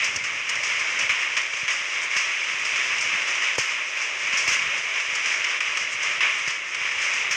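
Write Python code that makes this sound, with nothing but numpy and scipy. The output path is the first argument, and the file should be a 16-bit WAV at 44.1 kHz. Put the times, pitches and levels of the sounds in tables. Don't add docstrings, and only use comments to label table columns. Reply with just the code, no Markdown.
import sys
import numpy as np
from scipy import signal
from scipy.fft import rfft, irfft
from scipy.io import wavfile
from scipy.ndimage import uniform_filter1d, minimum_filter1d

SR = 44100
rng = np.random.default_rng(int(sys.argv[2]) if len(sys.argv) > 2 else 0)


def pcm_store(signal):
    levels = np.round(np.clip(np.atleast_2d(signal), -1, 1) * 32767)
    wavfile.write(sys.argv[1], SR, levels.astype(np.int16).T)


def to_linear_factor(level_db):
    exponent = np.asarray(level_db, float) / 20
    return 10 ** exponent


N = 324561
T = np.arange(N) / SR

# [t/s, level/dB]
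STEADY_FALL = [(0.0, -27.5), (0.37, -28.5), (0.74, -26), (1.27, -26), (1.45, -27.5), (2.5, -28),
               (2.87, -24.5), (3.54, -24), (3.83, -27.5), (4.57, -24.5), (5.0, -27), (5.45, -25.5),
               (5.9, -26.5), (6.25, -26), (6.54, -29), (6.74, -28.5), (7.07, -25), (7.36, -24.5)]
# [middle t/s, peak level/dB, length/s, fine grit minus peak/dB]
FLURRIES = [(0.02, -28.5, 0.12, -19), (0.52, -28.5, 0.099, -14), (0.696, -31, 0.24, -12),
            (1.027, -31, 0.084, -10), (1.255, -34, .15, -16), (2.04, -43, 0.026, 0),
            (2.164, -26.5, 0.11, -15), (2.274, -29.5, 0.068, -15), (2.804, -29, 0.17, -10),
            (3.015, -29.5, .08, -10), (3.23, -30, .04, -16), (3.29, -28, 0.046, -6), (3.463, -29, .1, -10),
            (3.72, -28.5, .06, -16), (4.0, -31, 0.12, -8.5), (4.37, -30, 0.097, -20),
            (4.522, -28, .07, -15), (4.97, -26, 0.05, -17), (5.18, -30.5, 0.042, -16),
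            (5.31, -26, 0.1, -10), (5.507, -26.5, 0.14, -16), (5.827, -32, 0.073, -7),
            (5.945, -37, 0.049, 0), (6.075, -28, 0.13, -11.5), (6.248, -25.5, 0.057, -20),
            (6.39, -42, .03, -8), (6.5, -31.5, 0.044, -7), (6.85, -33, .06, -13), (7.05, -29.5, 0.1, -11),
            (7.155, -29.5, 0.069, -9.5)]
# [t/s, bright peak level/dB, body minus bright/dB, air minus bright/dB, spray t60/s]
CLOSE_SPLASHES = [(0.0418, -15, -12.5, -39, 0.29), (0.1607, -14.5, 1.5, -39.5, 0.09),
                  (0.2394, -21, 5.5, -45, 0.29), (0.4914, -15.5, 0.5, -40, 0.11),
                  (0.6335, -20, 7.5, -44.5, 0.91), (0.9906, -17, -1, -41, 0.15),
                  (1.022, -21, 4, -41, 0.096), (1.093, -19, 15, -33.5, 0.44),
                  (1.3673, -14, 11.5, -41.5, 0.18), (1.68, -18, 13, -39, 0.16), (1.702, -20, 9.5, -40.5, 1),
                  (2.1645, -17, 8.5, -35, 0.7), (3.4216, -23, 12.5, -43, 1), (3.5533, -21, 8, -45, 0.063),
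                  (3.581, -14, 2.5, -34, 0.49), (3.9694, -29, 9, -31.5, 0.16), (4.373, -15, -2, -37, 0.51),
                  (4.4767, -13.5, 5.5, -35, 0.63), (4.527, -14.5, 8.5, -35, 0.24),
                  (5.1517, -16, 0, -41, 0.082), (5.605, -17, 12, -42, 0.056),
                  (6.206, -23, 18.5, -38.5, 0.85), (6.4763, -18, 5.5, -40, 0.15),
                  (7.3108, -15, 6.5, -34, 0.41)]
# [t/s, bright peak level/dB, body minus bright/dB, spray t60/s]
FAR_SPLASHES = [(0.0209, -22.5, -8, .059), (0.5542, -21.5, -11, .068), (0.718, -28, 17, .073),
                (0.7946, -21, -12, 0.24), (1.416, -24, -11, .068), (1.534, -27.5, 14.5, .19),
                (1.5684, -27, 11.5, 0.99), (1.98, -30, 13, .083), (2.013, -27, -10, 0.28),
                (2.4392, -23, 1, .083), (2.4846, -30.5, 17.5, 0.34), (2.6494, -20.5, 7, .46),
                (2.759, -22, 0, .4), (2.982, -22.5, -6, .17), (3.009, -18.5, -4, 0.43),
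                (3.3511, -22, 5, .059), (4.015, -25, -10, .29), (4.2712, -26.5, 1, .14),
                (4.3274, -21, 11.5, 0.54), (4.778, -22.5, 5.5, 0.23), (5.0005, -23.5, 15, 0.12),
                (5.2584, -20, 4, .39), (5.3213, -24, 1, .9), (5.443, -15, 6.5, 0.043),
                (5.7724, -15, 8.5, 0.054), (6.0287, -21, -6, 0.38), (6.5044, -22, -4, 0.14),
                (6.7461, -20.5, 8, 0.063), (7.017, -21, 5, 0.64), (7.1352, -23, -11.5, 0.32)]
# [middle t/s, peak level/dB, length/s]
DUST_PUFFS = [(0.163, -43, .012), (.5, -43, .02), (1.417, -51, .008), (2.037, -42.5, .03), (2.6, -46, .01),
              (3.022, -42, .012), (3.59, -41, .02), (5.158, -41, .012), (5.93, -44, .03),
              (6.39, -50, 0.027), (6.75, -46, .01)]
# [t/s, peak level/dB, pitch f/Hz, knock minus peak/dB]
HEAVY_DROPS = [(0.154, -32.5, 118, -4), (0.394, -46, 129, -1), (0.579, -42, 145, -7), (0.665, -45, 145, -4),
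               (0.807, -44, 113, 1), (0.939, -44, 188, 3), (1.035, -36, 94.2, -6), (1.091, -34, 105, -3),
               (1.365, -46, 234, 6), (1.625, -33.5, 148, -10), (2.158, -36, 178, -2), (2.263, -46, 121, 7),
               (2.726, -44.5, 132, 10), (2.966, -44, 199, 1), (3.577, -25.5, 112, 8), (4.327, -35, 210, 0),
               (4.473, -31.5, 100, 3), (4.525, -41, 109, -7), (4.671, -37, 124, -10), (5.076, -45, 100, -5),
               (5.12, -40, 172, -3), (5.261, -47, 248, 7), (5.395, -44, 100, -5), (5.804, -41, 170, -6),
               (5.956, -49, 156, 4), (6.173, -39, 156, -4), (6.341, -49, 234, 1), (6.47, -32, 143, -2),
               (6.807, -40, 118, -2), (7.141, -47, 248, 0)]
# [t/s, level/dB]
WIND_LEVEL = [(0.0, -59), (0.5, -62), (1.15, -62.5), (1.45, -71), (2.45, -68), (3.14, -57), (3.3, -67.5),
              (4.15, -72.5), (4.35, -60), (4.53, -57), (4.7, -60), (4.88, -68.5), (5.6, -68.5), (5.82, -64),
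              (6.1, -62.5), (6.5, -67), (6.85, -66), (7.3, -57.5)]
# [end t/s, depth/dB]
LULLS = [(.0209, -1.5), (.2394, -1.5), (1.093, -4), (1.679, 0), (2.1041, -2.5), (3.27, -2), (3.581, -3.5),
         (4.4767, 1.5), (5.607, -8), (6.206, -3), (6.91, -3), (7.3108, -2.5)]
# [f/Hz, level/dB per Hz]
LOW_TONE = [(12, -66.5), (20, -16.5), (102, -17), (227, -18), (592, -7.5), (748, -13.5), (1100, 8),
            (1430, -30), (2420, -120)]
# [f/Hz, level/dB per Hz]
BODY_TONE = [(380, -59), (650, -16), (756, -35), (1080, -9.5), (1510, -11), (1990, -2.5), (2240, 1),
             (2810, -4), (4200, -23), (4450, -35), (4800, -29), (6240, -43), (10600, -120)]
# [f/Hz, level/dB per Hz]
BRIGHT_TONE = [(2600, -43), (3700, -6.5), (4340, -10.5), (5150, -0.5), (6070, 0), (7030, -6.5), (7650, -16),
               (8350, -14), (9120, -25.5), (9500, -36.5), (9850, -43.5), (11000, -82)]
# [f/Hz, level/dB per Hz]
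AIR_TONE = [(9000, -20), (9800, -5), (10400, -2), (10900, -3), (11400, 1.5), (12000, -4), (12800, -4),
            (13400, -.5), (14300, -8), (15000, -10), (15700, -8), (16500, -40)]
# [f/Hz, level/dB per Hz]
KNOCK_TONE = [(100, -12.5), (250, -3.5), (400, -1), (520, 1), (700, -4), (1000, -8), (1500, -20),
              (2500, -38)]

BRIGHT_REL_DB, LOW_REL_DB = -11.5, -19.5
FAR_AIR_REL_DB = -45.5
SLAB_T60_S = 0.027


def rain():
    fall = to_linear_factor(2 * (np.interp(T, *np.transpose(STEADY_FALL)) - 0.89))
    sheet, fine_sheet = flurries()
    _, peak_db, body_rel, air_rel, _ = drops()
    grit = grains(2500, 2.85, 11, 0.23)
    gust_db = 0.8 * walk(12) + lull_db(0.024)

    wet = spray(peak_db + body_rel - 15.5, 1.0, 0.00086, 0.83)
    body_power = (fall + sheet) * to_linear_factor(2 * (gust_db + 0.76 * walk(20))) + wet
    hiss = fall * to_linear_factor(2 * BRIGHT_REL_DB) + fine_sheet
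    bright_spray = spray(peak_db - 11.5, 0.72, 0.0007, 0.44)
    bright_power = hiss * to_linear_factor(2 * (gust_db + 0.96 * walk(25))) + bright_spray
    mist_power = hiss * to_linear_factor(2 * (gust_db - 38.0)) + spray(peak_db + air_rel - 11, 0.92, 0.0008, 0.4)
    mist_level = np.sqrt(mist_power) * to_linear_factor(2.0 * walk(28))
    air_power = spray(peak_db + air_rel - 13.5, 0.25, 0.0005, 6.5)
    low_flicker_db = 0.4 * gust_db + 0.91 * walk(13)
    low_level = np.sqrt(fall + 0.53 * sheet + 0.11 * wet) * to_linear_factor(LOW_REL_DB - 2.0 + low_flicker_db)

    specks = grains(500, 3.5, 14, 0.28)
    body_hits = np.sqrt(body_power) * grit + strikes(peak_db + body_rel + 5)
    bright_hits = np.sqrt(bright_power) * grit + strikes(peak_db + 6)
    air_hits = np.sqrt(air_power) * specks + strikes(peak_db + 1.24 * air_rel + 25.5)

    mist = colour(mist_level * specks, AIR_TONE[:9], 9000, 15500, (10000, 15000))
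    low = colour(low_level * grit, LOW_TONE, 288, 785, (300, 1000))
    body = colour(body_hits, BODY_TONE, 760, 4380, (1500, 3500))
    bright = colour(bright_hits, BRIGHT_TONE, 4270, 11000, (4500, 9000))
    air = colour(air_hits, AIR_TONE, 8000, 16000, (10000, 15000))
    return mist + dust(specks) + low + body + bright + air


def grains(rate_hz, spread_db, top_db, share):
    chance = rng.random((3, N))
    size_db = np.minimum(-spread_db * np.log(1 - chance[2]), top_db)
    sign = np.sign(chance[1] - 0.5)
    hits = (chance[0] < rate_hz / SR) * sign * to_linear_factor(size_db)
    share = np.clip(share, 0, 1)
    return np.sqrt(share) * hits / hits.std() + np.sqrt(1 - share) * rng.standard_normal(N)


def flurries():
    s, db, length_s, fine_db = np.transpose(FLURRIES)[:, :, None]
    swell = to_linear_factor(2 * db) * np.exp(-(2 * (T - s) / length_s) ** 2)
    return swell.sum(axis=0), (swell * to_linear_factor(2 * fine_db)).sum(axis=0)


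def drops():
    far = [(s, db, body, FAR_AIR_REL_DB, t60) for s, db, body, t60 in FAR_SPLASHES]
    return np.transpose(list(CLOSE_SPLASHES) + far)


def strikes(peak_db):
    clicks = np.zeros(N)
    clicks[(drops()[0] * SR).astype(int)] = to_linear_factor(peak_db)
    return clicks + 0.8 * np.roll(clicks, shift=215)


def spray(peak_db, slow, rise_s, crack):
    power = np.zeros(N)
    starts, *_, t60s = drops()
    for s, t60, db in zip(starts, t60s, peak_db):
        after = slice(int(s * SR), int(s * SR) + SR // 2)
        t = np.maximum(T[after] - s, 0)
        droplets = np.exp(-2 * np.log(1000) * t / (slow * np.clip(t60, 0.03, 0.9)))
        burst = droplets + crack * np.exp(-t / 0.0045)
        power[after] += to_linear_factor(2 * db) * (1 - np.exp(-t / rise_s)) * burst
    return power


def dust(specks):
    puffs = sum(to_linear_factor(db) * np.exp(-(2 * (T - s) / length_s) ** 2) for s, db, length_s in DUST_PUFFS)
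    return colour(puffs * specks, BRIGHT_TONE, 7000, 9600, (7000, 9500))


def thuds():
    push, knock, tap = np.zeros((3, N))
    for s, db, hz, knock_db in HEAVY_DROPS:
        t = np.clip(T - s - 0.006, 0, 1)
        fade = np.log(1000) * t / SLAB_T60_S
        swing = np.sin(2 * np.pi * hz * t) * np.exp(-fade)
        push += to_linear_factor(db + 2.5) * swing * (1 - np.exp(-t / 0.0011))
        knock += to_linear_factor(db + knock_db - 9.5) * (t > 0) * np.exp(-1.6 * fade)
        tap[int((s + 0.005) * SR)] += to_linear_factor(db + knock_db + 15)
    return push + colour(tap + knock * rng.standard_normal(N), KNOCK_TONE, 120, 1600, (350, 900))


def wind():
    puffs = to_linear_factor(np.interp(T, *np.transpose(WIND_LEVEL)) + 4.0 + 2.0 * walk(11))
    return colour(puffs * grains(50, 4.0, 8.1, 0.65), LOW_TONE, 25, 265, (40, 250))


def lull_db(lead_s):
    return sum(np.minimum(db, 0) * (T < s) * np.exp(-((T - s) / lead_s) ** 2) for s, db in LULLS)


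def walk(rate_hz):
    k = int(SR / rate_hz)
    held = np.repeat(rng.standard_normal(N // k + 1), k)
    return 1.3 * uniform_filter1d(uniform_filter1d(held, k), k)[:N]


def colour(x, table, lo_hz, hi_hz, unit_hz):
    f = np.arange(1, 4098) * SR / 8194
    hz, db = np.transpose(table)
    gain = to_linear_factor(np.interp(np.log(f), np.log(hz), db, left=-150, right=-150))
    gain = gain / np.sqrt((1 + (lo_hz / f) ** 16) * (1 + (f / hi_hz) ** 16))
    inside = (f > unit_hz[0]) & (f < unit_hz[1])
    return causal(x, gain / np.sqrt(np.sum(gain[inside] ** 2) / len(f)))


def causal(x, gain):
    c = irfft(np.log(gain + 1e-7))
    c[1:len(c) // 2] *= 2
    c[len(c) // 2 + 1:] = 0
    ringing = irfft(np.exp(rfft(c)))[:2048]
    return signal.fftconvolve(x, ringing)[:N]


def scene():
    return (rain() + wind() + thuds())[None]


def roll_off(x):
    return signal.sosfilt(signal.butter(12, 15800, fs=SR, output="sos"), x)


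def record(dry):
    thin = signal.sosfilt(signal.butter(3, 70, "high", fs=SR, output="sos"), dry)
    room = np.minimum(1, 0.3 / (np.abs(thin) + 1e-9))
    room = minimum_filter1d(room, size=161)
    held = thin * uniform_filter1d(uniform_filter1d(room, size=81), size=81)
    return roll_off(held)


dry = scene()
out = record(dry)
pcm_store(out)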